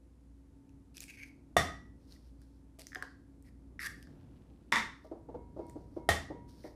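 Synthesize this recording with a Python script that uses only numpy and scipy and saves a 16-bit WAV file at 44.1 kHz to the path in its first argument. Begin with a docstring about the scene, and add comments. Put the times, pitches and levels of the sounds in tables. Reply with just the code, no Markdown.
"""A home kitchen with hard walls, one microphone close to the mixing bowl. Two eggs are struck on the
china rim, and bowl and table ring. Gloved hands pry and crush the shells; the breaks tick and sound the
air in the hollow. Off to the side a drawer rolls and an empty shell bounces into its bin. Dull knocks set
a pan ringing faintly. Behind it all an appliance hums, and a low rumble follows the cook's movements."""
import sys
import numpy as np
from scipy import signal
from scipy.fft import rfft, irfft, next_fast_len
from scipy.io import wavfile
from scipy.ndimage import map_coordinates

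SR = 44100
rng = np.random.default_rng(int(sys.argv[2]) if len(sys.argv) > 2 else 0)


def wrap_up_sound(samples):
    """Save the sound to the file named by the first command line argument, as 16-bit audio."""
    columns = np.atleast_2d(samples).T
    # keep every value between -1 and 1, then stretch to whole-number steps
    tamed = np.clip(columns, -1, 1)
    steps = np.round(tamed * 32767).astype(np.int16)
    wavfile.write(sys.argv[1], SR, steps)


N = 297675
T = np.arange(int(.6 * SR)) / SR  # time within one short sound, t/s

# Levels in the tables are relative; each source sets its own gain.
# reverberation of the kitchen: f/Hz, t60/s
WALL_DECAY = [(100, 0.67), (500, 0.34), (1500, 0.42), (2500, 0.36), (5000, 0.38), (9000, .31),
              (15000, 0.24)]
# tones of the motor: f/Hz, level/dB
MOTOR_TONES = [(59.2, -62.5), (274.5, -66.5), (506.0, -87.5), (888.2, -89.5)]
# steady background rumble and faint hiss, with the top treble cut off: f/Hz, level/dB
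ROOM_SPECTRUM = [(22, -27), (35, -7), (55, -1), (80, 0), (130, -2.5), (200, -7.5), (280, -3.5),
                 (400, -15.5), (600, -23.5), (900, -29), (1300, -35), (3000, -45), (11000, -46.5),
                 (15800, -66.5)]
# low room rumble rising and falling as the cook moves: t/s, level/dB
COOK_MOVEMENT = [(0.0, -64.5), (1.92, -58), (2.52, -61.5), (3.57, -59.5), (3.93, -55.5), (5.15, -62),
                 (5.32, -54), (6.26, -54), (6.75, -57.5)]
# each shell in the hands: first touch t/s, air note f/Hz, sinking rate/(Hz/s)
HELD_SHELLS = [(0.681, 2600, 650), (2.78, 2080, 1900), (3.42, 1920, 0), (3.79, 1943, 3500),
               (5.601, 1950, 0)]
# air in a half shell, a short closed pipe: f/air note, t60/s, level/dB
HOLLOW_MODES = [(0.701, 0.017, -18.5), (1, 0.0089, 6.5), (1.2, 0.0055, -11.5), (1.9, .014, -19.5),
                (2.85, 0.013, -14)]
# single snaps of shell: t/s, hollow pop level/dB, tick level/dB, tick f/Hz
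SHELL_SNAPS = [(0.693, -64.5, -61.5, 6000), (0.9695, -57, -34.5, 5200), (.980, -41.5, -35, 5340),
               (1.005, -45, -29.5, 8300), (1.039, -42.5, -37, 9000), (1.099, -37.5, -45, 7000),
               (1.234, -34.5, -50, 6000), (2.123, -76, -42.5, 4950), (2.417, -60.5, -55.5, 9420),
               (2.794, -53, -38, 8100), (2.818, -66, -37.5, 4700), (2.8688, -49.5, -33, 6000),
               (2.9197, -40.5, -64, 4000), (2.931, -35.5, -60, 4000), (2.9483, -30, -35.5, 6300),
               (2.957, -25.5, -39, 3350), (3.0243, -24, -35, 4800), (3.0279, -40, -44, 4880),
               (3.425, -75.5, -53.5, 9000), (3.793, -27, -51, 3970), (3.852, -32, -36, 5400),
               (3.8634, -35, -32.5, 7900), (4.027, -63, -43.5, 5000), (4.0713, -50, -60, 5020),
               (5.667, -67.5, -54, 8850), (5.697, -55, -45, 8280), (6.639, -49.5, -68, 7000)]
# spectrum of a tick: f/tick pitch, level/dB
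TICK_SPECTRUM = [(.06, -43), (.25, -16), (.6, -9.5), (0.999, 2.5), (1.3, -8), (2, -10.5), (3.2, -21)]
# squeezes that crumble the shell: t/s, length/s, hollow level/dB, splinter level/dB
SHELL_SQUEEZES = [(0.941, 0.044, -60.5, -55.5), (1.013, 0.023, -67, -46.5), (1.078, 0.034, -47.5, -54),
                  (1.108, 0.058, -55.5, -62), (1.166, 0.082, -47.5, -60), (1.247, .045, -64, -65),
                  (2.786, 0.03, -82, -51), (3.44, 0.058, -67.5, -69.5), (3.797, 0.044, -37.5, -44),
                  (3.838, .037, -34, -40.5), (3.962, .09, -75, -69), (6.643, 0.038, -57.5, -79)]
# spectrum of splintering shell: f/Hz, level/dB
SPLINTER_SPECTRUM = [(300, -8), (1000, -11.5), (2500, 2), (3500, -3), (5000, 5), (7000, -6), (10500, 0),
                     (13000, -5), (16000, -30)]
# egg on the rim: t/s, knock level/dB, knock f/Hz, crack level/dB, table level/dB, bowl level/dB
RIM_BLOWS = [(1.5663, -12, 695.3, -22, -33.5, -23), (6.089, -14.5, 667, -21.5, -34.5, -28.5)]
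# spectrum of an impact's thud: f/Hz, level/dB
THUD_SPECTRUM = [(25, -28), (60, -10), (200, 3), (450, -1.5), (720, -3.5), (950, -9), (1200, 2),
                 (1500, -7.5), (1950, 3.5), (2700, -22.5), (6000, -34.5), (16000, -62)]
# spectrum of cracking shell: f/Hz, level/dB
CRACK_SPECTRUM = [(500, -0.5), (1500, -3), (3000, -0.5), (5500, -3.5), (7500, -5), (9700, -8.5),
                  (13000, -12.5), (16000, -25)]
# modes of the china bowl: f/Hz, t60/s, first blow level/dB, second blow level/dB
BOWL_MODES = [(680, 0.05, -4.5, -14.5), (824, 0.047, -11, 5), (1140, 0.062, -3.5, -31.5),
              (1251, 0.28, -12.5, -20), (1865, .16, -3, 5.5), (1947, 0.41, -11.5, -12),
              (1999, 0.03, -3.5, -15.5), (3154, 0.09, -19, -6.5), (3540, 0.055, -1.5, -0.5),
              (5580, 0.2, -17, -14.5), (5870, 0.11, -13, -36), (9620, 0.013, -1.5, 8)]
# modes of the table top: f/Hz, t60/s, level/dB
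TABLE_MODES = [(78, 0.23, 5.5), (98, 0.12, 0), (126, 0.17, -4), (213, 0.075, -10.5)]
# gloved fingers shifting their grip: peak t/s, level/dB, rise/s
GLOVE_GRIPS = [(2.017, -83, .02), (2.123, -64, 0.03), (2.27, -76.5, .04), (2.42, -76, 0.019),
               (2.57, -84.5, 0.063), (5.05, -73, .012), (5.59, -80.5, .03), (5.69, -73, .03),
               (5.82, -80.5, .05), (5.97, -77, 0.044), (6.492, -65.5, 0.0083), (6.585, -78, 0.022),
               (6.66, -63.5, 0.042)]
# spectrum of the crinkling glove film: f/Hz, level/dB
GLOVE_SPECTRUM = [(1470, -9.5), (2700, -13), (4500, -3), (5450, -3), (7510, -17.5), (9730, -9.5),
                  (10600, -20), (13400, -14), (15500, -28)]
# dull knocks: t/s, level/dB, f/Hz, pan level/dB
DULL_KNOCKS = [(2.785, -46.5, 650, -82), (2.956, -42, 745, -86), (3.024, -46, 725, -90),
               (5.044, -44, 634, -63), (5.113, -31.5, 335, -60.5), (5.286, -34.5, 471, -58.5),
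               (5.343, -33.5, 482, -49.5), (5.563, -35, 307, -68.5), (5.587, -30, 336, -51.5),
               (5.606, -41, 348, -51.5), (5.756, -34, 298.3, -72), (5.964, -30.5, 330, -47),
               (6.301, -30.5, 305, -46), (6.642, -33, 320.6, -58.5)]
# spectrum of their soft contact: f/Hz, level/dB
DULL_SPECTRUM = [(150, -18.5), (300, 1.5), (450, 2), (640, -2.5), (850, -9), (1300, -23.5), (2200, -41.5),
                 (5000, -46.5), (16000, -67)]
# modes of the pan: f/Hz, t60/s, level/dB
PAN_MODES = [(954, 0.68, -2.5), (2163, 0.53, -22)]
# rumble of the drawer's runners: f/Hz, level/dB
RUNNER_SPECTRUM = [(60, -16), (150, 5), (330, -8.5), (600, -15.5), (1000, -21.5), (3000, -35), (12000, -49)]
# ticking of its rollers: f/Hz, level/dB
ROLLER_SPECTRUM = [(800, -19), (2800, 5), (4500, -3), (8000, -17.5), (16000, -16)]
# bounces of the tossed shell: t/s, hollow level/dB, crack level/dB, thud level/dB
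SHELL_BOUNCES = [(4.721, -36, -23.5, -42), (4.7241, -9.5, -26, -32.5), (4.732, -18, -37.5, -31),
                 (4.758, -17.5, -23.5, -35.5), (4.766, -18, -54.5, -30.5)]
# modes of the empty shell: f/Hz, t60/s, level/dB
HUSK_MODES = [(931, 0.047, -15), (1108, 0.021, -11), (1380, 0.0086, -4), (1856, 0.0098, 1),
              (2168, 0.0067, 5), (2193, 0.02, -12.5), (3565, 0.012, -8), (5450, 0.011, -15)]


def amp(db):
    """Decibels to gain."""
    return 10 ** (np.asarray(db) / 20)


def unit(x):
    """x at rms 1."""
    return x / np.sqrt(np.mean(x ** 2) + 1e-20)


def along(points, hz):
    """Read (f/Hz, value) points at hz, on a log frequency axis."""
    f, values = np.transpose(points)
    return np.interp(np.log(hz + 1), np.log(f + 1), values)


def fade(t60):
    """A decay of 60 dB in t60 seconds."""
    return np.exp(-np.minimum(np.log(1000) * T / t60, 30))


def add(track, s, sound):
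    """Mix a sound into the track at s seconds."""
    part = track[round(s * SR):][:len(sound)]
    part += sound[:len(part)]


def colour(x, spectrum):
    """x filtered by the given spectrum, at rms 1."""
    gain = amp(along(spectrum, np.fft.rfftfreq(len(x), 1 / SR)))
    return unit(irfft(rfft(x) * gain, len(x)))


def drift(rate):
    """A smooth random curve with rate knots a second."""
    knots = rng.standard_normal(int(N * rate / SR) + 4)
    return map_coordinates(knots, [np.arange(N) * rate / SR])


def grains(size, rate, spread_db):
    """Sparse impulses of unequal strength, about rate a second."""
    hits = rng.random(size) < rate / SR
    return hits * amp(spread_db * rng.standard_normal(size)) * rng.choice([-1, 1], size)


def ring(modes, attack, detune=0.):
    """Damped sines from (f/Hz, t60/s, level/dB) rows; neighbours start in opposite directions."""
    tones = sum((-1) ** k * amp(db) * fade(t60) * np.sin(2 * np.pi * hz * (1 + detune * rng.normal()) * T)
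                for k, (hz, t60, db) in enumerate(modes))
    return tones * (1 - np.exp(-T / attack))


def walls(build_up_s=0.0069):
    """The kitchen's dense tail at energy 1, duller as it fades."""
    hz, t, noise = signal.stft(rng.standard_normal(len(T)), SR, nperseg=256)
    decay = np.exp(-np.log(1000) * t / along(WALL_DECAY, hz)[:, None])
    tail = signal.istft(noise * decay, SR, nperseg=256)[1][:len(T)]
    tail *= 1 - np.exp(-(T / build_up_s) ** 2)
    return tail / np.linalg.norm(tail)


def kitchen(x, wet_db):
    """What reaches the microphone: direct sound plus the answer of the walls."""
    return x + amp(wet_db) * signal.fftconvolve(x, walls())[:len(x)]


def burst(spectrum, t60, attack, wet_db):
    """A puff of coloured noise; it leaves differently in every direction, so its echo is smooth."""
    envelope = fade(t60) * (1 - np.exp(-T / attack))
    direct = unit(colour(rng.standard_normal(len(T)), spectrum) * envelope)
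    echo = amp(wet_db) * colour(walls(), spectrum)
    return (direct + echo) * np.sqrt(np.mean(envelope ** 2))


def appliance():
    """In the background, a motor hums, slightly unsteady in level and pitch."""
    t = np.arange(N) / SR
    hum = np.zeros(N)
    for hz, db in MOTOR_TONES:
        waver = amp(2.5 * drift(4))
        hum += amp(db + 4) * waver * np.sin(2 * np.pi * hz * t + .4 * drift(5))
    return hum


def room_tone(floor_db=-57.5):
    """Faint hiss over a low room rumble that rises and falls as the cook moves."""
    floor = amp(floor_db) * colour(rng.standard_normal(N), ROOM_SPECTRUM)
    rumble = signal.sosfiltfilt(signal.butter(2, 1200, fs=SR, output="sos"), floor)
    s, db = np.transpose(COOK_MOVEMENT)
    movement = unit(np.interp(np.arange(N) / SR, s, amp(db)))
    return floor + (movement - 1) * rumble  # the hiss stays level


def air_note(s, wide_open_hz=1644):
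    """The pitch of the air in the shell held at s seconds: it sinks as the gap widens."""
    touches = [row[0] for row in HELD_SHELLS]
    start, hz, sink = HELD_SHELLS[max(np.searchsorted(touches, s) - 1, 0)]
    return max(hz - sink * (s - start), wide_open_hz)


def hollow(hz):
    """The brief ring of a half shell whose air sounds at hz."""
    return ring([(hz * ratio, t60, db) for ratio, t60, db in HOLLOW_MODES], attack=0.00063, detune=.015)


def snaps():
    """Close up, each break gives a bright tick and rings the air in the hollow shell."""
    pops, ticks = np.zeros((2, N))
    for s, pop_db, tick_db, tick_hz in SHELL_SNAPS:
        add(pops, s, amp(pop_db) * hollow(air_note(s)))
        spectrum = [(tick_hz * ratio, db) for ratio, db in TICK_SPECTRUM]
        add(ticks, s, amp(tick_db) * burst(spectrum, t60=0.0058, attack=0.000346, wet_db=-7))
    return kitchen(amp(-2) * pops, wet_db=-10.5) + ticks


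def fractures(length_s, growth_db=5.5):
    """A run of tiny breaks that grows as the fingers press, then stops."""
    size = int(length_s * SR)
    pressure = amp(growth_db * np.linspace(-1, 0, size)) * signal.windows.tukey(size, .25)
    return np.pad(grains(size, rate=2200, spread_db=2.5) * pressure, (0, size))


def resound(breaks, hz):
    """The hollow of the shell answers every break; at rms 1."""
    return unit(signal.fftconvolve(breaks, hollow(hz))[:len(breaks)])


def crunches(slide_s=2.96, slide_hz=1050):
    """Squeezed shell splinters and its hollow rings; the wet egg slides out with a lower crackle."""
    hollows, splinters = np.zeros((2, N))
    for s, length, hollow_db, splinter_db in SHELL_SQUEEZES:
        breaks = fractures(length)
        add(hollows, s, amp(hollow_db) * resound(breaks, air_note(s + length / 2)))
        add(splinters, s, amp(splinter_db) * colour(breaks, SPLINTER_SPECTRUM))
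    add(hollows, slide_s, amp(-53.5) * resound(fractures(length_s=.1), slide_hz))
    return kitchen(amp(-10.5) * hollows + amp(-11) * splinters, wet_db=-8)


def rim_blows():
    """Near the microphone the egg knocks on the rim and its shell caves in; bowl and table ring."""
    out = np.zeros(N)
    for k, (s, knock_db, knock_hz, crack_db, table_db, bowl_db) in enumerate(RIM_BLOWS):
        knock = kitchen(amp(knock_db) * ring([(knock_hz, .026, 0)], attack=0.0002), wet_db=-8.5)
        thud = amp(knock_db - 6.5) * burst(THUD_SPECTRUM, t60=.03, attack=0.0004, wet_db=0.5)
        crack = amp(crack_db) * burst(CRACK_SPECTRUM, t60=0.027, attack=0.0014, wet_db=2)
        modes = [(hz, t60, levels[k]) for hz, t60, *levels in BOWL_MODES]
        bowl = kitchen(amp(bowl_db) * ring(modes, attack=0.0017), wet_db=-5)
        table = kitchen(amp(table_db) * ring(TABLE_MODES, attack=.006), wet_db=-12)
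        add(out, s, knock + thud + crack + bowl + table)
    return out


def gloves(relax_s=0.043):
    """Thin gloves crinkle, close and nearly dry: each grip swells, then the film settles."""
    t = np.arange(N) / SR
    level = sum(amp(db) * np.exp(np.minimum((t - s) / rise, (s - t) / relax_s))
                for s, db, rise in GLOVE_GRIPS)
    creases = grains(N, rate=3500, spread_db=4)
    return kitchen(amp(-0.5) * level * colour(creases, GLOVE_SPECTRUM), wet_db=-19)


def dull_knocks():
    """Soft, dull knocks; some leave a pan singing."""
    bodies, puffs, pan = np.zeros((3, N))
    for s, db, hz, pan_db in DULL_KNOCKS:
        add(bodies, s, amp(db) * ring([(hz, .07, 0), (hz * 1.85, .055, -5)], attack=0.0095))
        add(puffs, s, amp(db) * burst(DULL_SPECTRUM, t60=0.069, attack=0.0071, wet_db=0))
        add(pan, s, amp(pan_db) * ring(PAN_MODES, attack=0.046))
    bodies = signal.lfilter(*signal.butter(3, 900, fs=SR), bodies)  # a soft contact carries no treble
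    return kitchen(amp(4) * bodies, wet_db=-10) + amp(-2.5) * puffs + pan


def drawer(start_s=4.06, length_s=0.655, ease_s=0.025, fall_db_per_s=16.5):
    """A drawer rolls faintly: its rollers tick, and the rumble of the runners falls as it slows."""
    t = np.arange(N) / SR - start_s
    motion = np.clip(np.minimum(t, length_s - t) / ease_s, 0, 1)
    rumble = amp(-59 - fall_db_per_s * t) * colour(rng.standard_normal(N), RUNNER_SPECTRUM)
    bumps = grains(N, rate=120, spread_db=3)
    rollers = amp(-86.5) * kitchen(colour(bumps, ROLLER_SPECTRUM), wet_db=-15.5)
    return motion * (rumble + rollers)


def tossed_shell():
    """Off to the side, with more room in its sound, the empty shell lands and rattles to rest."""
    out = np.zeros(N)
    for s, hollow_db, crack_db, thud_db in SHELL_BOUNCES:
        crack = burst(CRACK_SPECTRUM, t60=0.018, attack=0.00028, wet_db=3.5)
        crack = signal.lfilter(*signal.butter(1, 7000, fs=SR), crack)
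        thud = kitchen(ring([(221, 0.14, -6.5)], attack=0.0021), wet_db=-9.5)
        thud += burst(THUD_SPECTRUM, t60=0.027, attack=0.0013, wet_db=1.5)
        husk = kitchen(ring(HUSK_MODES, attack=0.0012, detune=0.0076), wet_db=-0.5)
        add(out, s, amp(hollow_db) * husk + amp(crack_db - 3.5) * crack + amp(thud_db - 3.5) * thud)
    return out


def scene():
    """The kitchen as heard from the work table, in mono."""
    impacts = rim_blows() + drawer() + tossed_shell()
    hands = snaps() + crunches() + gloves()
    return (impacts + hands + dull_knocks() + appliance() + room_tone())[None]


def record(dry):
    """The microphone chain rolls off the top treble and keeps nothing above its band limit."""
    top_hz, roll_off_hz = 16400, 2200
    size = next_fast_len(N + SR)
    hz = np.fft.rfftfreq(size, 1 / SR)
    edge = np.clip((top_hz - hz) / roll_off_hz, 0, 1)
    return irfft(rfft(dry, size) * np.sin(np.pi / 2 * edge) ** 2, size)[:, :N]


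dry = scene()
out = record(dry)
wrap_up_sound(out)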